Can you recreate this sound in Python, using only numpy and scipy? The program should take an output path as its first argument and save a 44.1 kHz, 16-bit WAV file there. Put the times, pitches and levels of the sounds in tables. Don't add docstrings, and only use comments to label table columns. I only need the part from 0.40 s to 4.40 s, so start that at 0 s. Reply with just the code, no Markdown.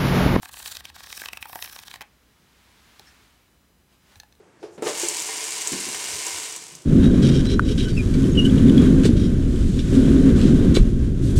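import sys
import numpy as np
from scipy import signal
from scipy.fft import rfft, irfft
from scipy.io import wavfile
from scipy.ndimage import uniform_filter1d

SR = 44100
rng = np.random.default_rng(int(sys.argv[2]) if len(sys.argv) > 2 else 0)


def dump(signal):
    limited = np.clip(np.atleast_2d(signal).T, -1, 1)
    pcm = np.round(limited * 32767).astype(np.int16)
    wavfile.write(sys.argv[1], SR, pcm)


N = 176400

# (frequency [Hz], spectral level [dB])
ROOM_SPECTRUM = [(25, -10), (60, 6), (100, -4), (200, -1.5), (600, -13), (2000, -20.5), (4000, -29.5),
                 (15000, -25.5)]
# (frequency [Hz], gain [dB])
ECHO_SPECTRUM = [(300, -1), (2000, 1.5), (12000, -17.5)]
# (time [s], level [dB])
RUB_LEVELS = [(1.65, -67), (2.0, -64), (2.22, -60), (2.66, -56), (2.83, -59), (3.15, -68), (3.48, -70.5),
              (3.53, -61.5), (3.59, -68), (3.73, -56.5), (3.8, -69), (4.0, -68.5)]
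# (frequency [Hz], spectral level [dB])
RUB_SPECTRUM = [(150, 2), (500, -8.5), (900, -1.5), (1600, -1.5), (2700, -3), (4000, -4.5), (6000, -9),
                (9000, -13.5), (16000, -21)]
# (time [s], level [dB], pitch [Hz], decay [s])
THUDS = [(1.611, -47, 900, 0.018), (2.596, -48.5, 380, 0.016), (3.763, -45.5, 69, 0.039)]
# (frequency [multiple of the pitch], spectral level [dB])
THUD_SPECTRUM = [(.3, -11.5), (1, 3), (3.5, -38.5)]
# (frequency [Hz], level [dB])
SQUEAK_MODES = [(1700, -57.5), (5320, -56.5)]
# (frequency [Hz], gain [dB], time to fall 60 dB [s])
PRESSED_MODES = [(762, 2.5, 0.03), (897, 4.5, 0.021), (1108, 4.5, 0.016), (1655, 2, 0.014),
                 (1902, 0, 0.014), (2537, 1.5, 0.011), (3160, 1, 0.011), (3880, 9.5, 0.0051),
                 (4650, -5, 0.014), (5500, 1, 0.011), (6060, -2.5, 0.011), (7120, -1, 0.0049)]
# (frequency [Hz], gain [dB], time to fall 60 dB [s])
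LOOSE_MODES = [(815, 12, 0.026), (1720, -3, 0.037), (2590, -6.5, 0.017), (3630, -7, 0.02), (4170, 0, 0.017),
               (5330, -16.5, 0.029), (6100, -1, 0.013), (8300, -5, 0.0082)]
# (frequency [Hz], spectral level [dB])
NIB_SPECTRUM = [(400, -14), (1000, -7), (1600, -0.5), (2200, -11), (3800, -1.5), (4800, -3.5), (5450, 0),
                (6500, -4), (9300, -1), (10400, -4.5), (11400, -0.5), (15500, -2)]
# (time [s], then a gain [dB] for each of NIB_BANDS_HZ)
NIB_BAND_GAINS = [(.05, 0, 3, -7, 1, -3), (.28, 1.5, 5.5, -2.5, 5.5, -1), (.5, 6, 8, 0.5, -3.5, -9),
                  (.78, -1.5, 1.5, 5.5, 1.5, -2), (.95, 5, -1, 1, -0.5, 1), (1.17, -5, -4, -0.5, -13, 2.5),
                  (1.36, 1.5, -3.5, 4.5, -3, -3), (1.55, 11, 14.5, 2, 5.5, 2)]
# (start [s], end [s])
STALLS = [(0, .02), (.098, 0.11), (0.409, 0.44), (.504, 0.54), (.891, 0.93), (.937, 1.07), (.98, 1.008),
          (1.403, 1.495), (1.44, 1.45)]
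# (frequency [multiple of the blow's centre], spectral level [dB])
CRACK_SPECTRUM = [(.2, -10.5), (1, 1), (2.2, -5.5), (5, -10.5)]
# (time [s], boost [dB])
CENTRE_BOOST = [(0.8, 11), (0.96, 13.5), (1.15, 3.5), (1.23, 6)]
# (time [s], level [dB], centre [Hz])
GEAR_TICKS = [(2.596, -50, 1160), (3.7565, -49, 3760), (3.7995, -39.5, 4620), (3.833, -50, 2180),
              (3.9245, -56.5, 3970), (3.9515, -63, 3600)]
# (time [s], level [dB], centre [Hz])
BRIGHT_CRACKS = [(1.224, -33, 4760), (2.595, -46.5, 4970)]
# (time [s], level [dB], centre [Hz])
PEN_LIFT = [(1.6087, -37, 1900), (1.616, -38.5, 3160), (1.622, -42, 2520)]
# (time [s], level [dB], centre [Hz], relative level of the stroke before it [dB])
TEETH = [(0.0309, -37.5, 1790, -45), (0.056, -39.5, 1790, -43), (0.0928, -45.5, 1770, -50.5),
         (0.141, -41.5, 2280, -47.5), (0.1702, -42.5, 2250, -46.5), (0.2006, -42, 2060, -44),
         (0.2298, -49, 2210.0, -45.5), (0.2589, -34, 3020, -46), (0.2805, -39.5, 3050, -41.5),
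         (0.3253, -45, 3350, -41.5), (0.3526, -37, 3740, -46.5), (0.369, -33.5, 3880, -47),
         (0.4061, -43.5, 1900, -49.5), (0.4532, -36.5, 3140, -50), (0.4998, -46, 2160, -52),
         (0.5634, -43, 1594, -48.5), (0.605, -44.5, 2190, -49), (0.6409, -44, 2040, -47.5),
         (0.67, -44.5, 1740, -48.5), (0.703, -44, 2120, -46.5), (0.727, -34.5, 3500, -46.5),
         (0.7771, -39, 2650, -40.5), (0.799, -42, 2580.0, -46), (0.8179, -34, 1660, -41.5),
         (0.8374, -38, 1920, -50), (0.8579, -32.5, 2620, -44.5), (0.8855, -33.5, 2600, -50),
         (0.9317, -32.5, 2494, -43.5), (0.972, -34, 2505, -41), (1.0261, -32.5, 2515, -32.5),
         (1.056, -38.5, 1190, -41), (1.096, -42.5, 1210, -47), (1.1299, -37.5, 1150, -46.5),
         (1.1567, -32, 920, -44.5), (1.19, -42.5, 1500, -46.5), (1.224, -35.5, 2900, -42.5),
         (1.2472, -40, 2640, -41.5), (1.2598, -42, 3040, -43.5), (1.2758, -44, 2320, -49),
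         (1.2972, -45.5, 3230, -45), (1.332, -45.5, 2970, -44.5), (1.362, -38.5, 2720, -46),
         (1.389, -40.5, 3460, -52), (1.4344, -43.5, 3130, -38.5), (1.4809, -40, 2920, -37),
         (1.5128, -40, 3140, -56.5), (1.54, -36, 2860, -60), (1.558, -41, 2170, -62.5)]

ROOM_DB, HUM_HZ, HUM_DB, WHINE_HZ = -62.5, 61.8, -71.5, 997
ECHO_DB, ECHO_T60_S, ECHO_DELAY_S = -18, 0.24, 0.0058
DESK_DB, DESK_HZ = -62.5, 81
SQUEAK_AT_S, SQUEAK_SWELL_S = 2.682, 0.017
GRAINS_PER_S, GRAIN_SPREAD_DB = 6000, 2.5
NIB_BANDS_HZ = (2260, 4570, 5380, 7000, 12200)
NIB_GAIN_DB, NIB_FLUTTER_DB, NIB_DIRECT_DB, MODE_WANDER_DB = 2, 3, 9, 3
BUILD_DB_PER_S, SPURT_DB, SPURT_S, STALL_DB, STALL_EDGE_S = 202, 4, 0.01, -14.5, 0.0045
CONTACT_OCTAVES, BOOST_OCTAVES = 1, 0.051
BEND_LAG_S, RING_RISE_S, CRACK_DECAY_S = 0.000903, 0.0002, 0.0027
LOW_CUT_HZ, HIGH_CUT_HZ = 37.4, 15800


def undb(db):
    return 10 ** (np.asarray(db) / 20)


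def unit(x):
    return x / np.sqrt(np.mean(x ** 2))


def curve(rows, column=1):
    rows = np.array(rows)
    return np.interp(np.arange(N) / SR, rows[:, 0], rows[:, column])


def colour(x, points):
    hz, db = np.array(points).T
    f = np.maximum(np.fft.rfftfreq(len(x), 1 / SR), 1)
    return irfft(rfft(x) * undb(np.interp(np.log(f), np.log(hz), db)), len(x))


def noise(points, pitch=1, samples=N):
    return unit(colour(rng.standard_normal(samples), np.array(points) * [pitch, 1]))


def wander(per_s):
    span = int(SR / per_s)
    return unit(uniform_filter1d(uniform_filter1d(rng.standard_normal(N), span), span))


def grains():
    clicks = (rng.random(N) < GRAINS_PER_S / SR) * rng.choice([-1, 1], N)
    return clicks * undb(GRAIN_SPREAD_DB * rng.standard_normal(N))


def resonate(x, hz, width_hz):
    return signal.lfilter(*signal.iirpeak(hz, hz / width_hz, fs=SR), x)


def room_tone():
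    t = np.arange(N) / SR
    hum = unit(np.sin(2 * np.pi * HUM_HZ * t + wander(27)) * undb(6.4 * np.tanh(wander(3.7))))
    whine = sum(np.sin(2 * np.pi * (k * WHINE_HZ * t + rng.random())) * undb(-78 - .5 * k)
                for k in range(3, 16))
    return undb(ROOM_DB) * noise(ROOM_SPECTRUM) + undb(HUM_DB) * hum + whine


def reflections(x):
    t = np.arange(N // 8) / SR
    decay = (t > ECHO_DELAY_S) * np.exp(-np.log(1000) * t / ECHO_T60_S)
    tail = colour(rng.standard_normal(len(t)), ECHO_SPECTRUM) * decay
    return undb(ECHO_DB) * signal.fftconvolve(x, tail / np.sqrt(np.sum(tail ** 2)))[:N]


def desk_rumble():
    moving = np.clip((PEN_LIFT[-1][0] - np.arange(N) / SR) / 0.017, 0, 1)
    return undb(DESK_DB) * noise(THUD_SPECTRUM, DESK_HZ) * moving


def hand():
    out = noise(RUB_SPECTRUM) * undb(curve(RUB_LEVELS))
    for start, db, hz, decay_s in THUDS:
        age = np.maximum(np.arange(N) / SR - start, 0)
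        envelope = np.minimum(age / 0.001, 1) * np.exp(-age / decay_s)
        out += undb(db) * noise(THUD_SPECTRUM, hz) * envelope
    return out


def squeak():
    swell = np.exp(-((np.arange(N) / SR - SQUEAK_AT_S) / SQUEAK_SWELL_S) ** 2)
    slips = grains()
    return swell * sum(undb(db) * unit(resonate(slips, hz, width_hz=250)) for hz, db in SQUEAK_MODES)


def template_ring(scratch):
    modes = [(hz, np.log(1000) / (np.pi * t60)) for hz, _, t60 in PRESSED_MODES]
    modes += [(8010 + k * 1002, 320) for k in range(8)]
    ring = sum(resonate(scratch, hz, width) * undb(MODE_WANDER_DB * wander(14.2)) for hz, width in modes)
    return undb(NIB_DIRECT_DB) * scratch + ring


def stroke():
    t = np.arange(N) / SR
    drops, _, _, level_db = np.array(TEETH).T
    tooth = np.minimum(np.searchsorted(drops, t), len(drops) - 1)
    gap_s = np.abs(drops[tooth] - t)
    db = level_db[tooth] - BUILD_DB_PER_S * gap_s + SPURT_DB * np.exp(-(gap_s / SPURT_S) ** 2)
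    stuck = sum(1. * ((t >= start) & (t < end)) for start, end in STALLS)
    stuck = uniform_filter1d(stuck, int(STALL_EDGE_S * SR))
    fade_in = np.minimum(t / STALLS[0][1], 1) ** 2
    fade_out = np.exp(-np.maximum(t - drops[-1], 0) / 0.057)
    return uniform_filter1d(undb(db + STALL_DB * stuck) * fade_in * fade_out, size=70)


def nib():
    spectrum = rfft(unit(template_ring(colour(grains(), NIB_SPECTRUM))))
    log_hz = np.log(np.maximum(np.fft.rfftfreq(N, 1 / SR), 1))
    scratch = np.zeros(N)
    for column, pick in enumerate(np.eye(len(NIB_BANDS_HZ)), start=1):
        band = irfft(spectrum * np.interp(log_hz, np.log(NIB_BANDS_HZ), pick), N)
        scratch += band * undb(curve(NIB_BAND_GAINS, column))
    return scratch * stroke() * undb(NIB_GAIN_DB + NIB_FLUTTER_DB * np.tanh(wander(140)))


def knocks(blows, modes, crack_db):
    out, t = np.zeros(N), np.arange(N // 50) / SR
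    hz, db, t60 = np.array(modes).T[:, :, None]
    age = np.maximum(t - BEND_LAG_S * np.sqrt(1000 / hz), 0)
    envelope = (1 - np.exp(-age / RING_RISE_S)) * np.exp(-np.log(1000) * age / t60)
    for start, level_db, centre_hz in np.array(blows)[:, :3]:
        phase, detune, scatter_db = rng.standard_normal((3, len(hz), 1))
        octaves = np.log2(hz / centre_hz)
        boost_db = np.interp(start, *np.array(CENTRE_BOOST).T) * np.exp(-(octaves / BOOST_OCTAVES) ** 2)
        gain = undb(db + scatter_db + boost_db) * np.exp(-.5 * (octaves / CONTACT_OCTAVES) ** 2)
        swing = np.sin(2 * np.pi * (hz * (1 + .01 * detune) * age + phase))
        ring = (gain * swing * envelope).sum(0)
        ring /= np.sqrt(np.mean(ring[:SR // 200] ** 2))
        crack = noise(CRACK_SPECTRUM, centre_hz, len(t)) * np.exp(-t / CRACK_DECAY_S)
        knock = undb(level_db) * (ring + undb(crack_db) * crack)
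        i = int(start * SR)
        out[i:i + len(t)] += knock[:N - i]
    return out


def scene():
    teeth = knocks(TEETH, PRESSED_MODES, crack_db=3)
    pen_lift = knocks(PEN_LIFT, PRESSED_MODES, crack_db=3)
    cracks = knocks(BRIGHT_CRACKS, PRESSED_MODES, crack_db=4)
    ticks = knocks(GEAR_TICKS, LOOSE_MODES, crack_db=-1)
    close = teeth + pen_lift + cracks + ticks + nib() + hand() + desk_rumble() + squeak()
    return (close + reflections(close) + room_tone())[None]


def record(dry):
    low_cut = signal.butter(2, LOW_CUT_HZ, "high", fs=SR, output="sos")
    high_cut = signal.ellip(12, .1, 80, HIGH_CUT_HZ, fs=SR, output="sos")
    return signal.sosfilt(high_cut, signal.sosfilt(low_cut, dry))


dry = scene()
out = record(dry)
dump(out)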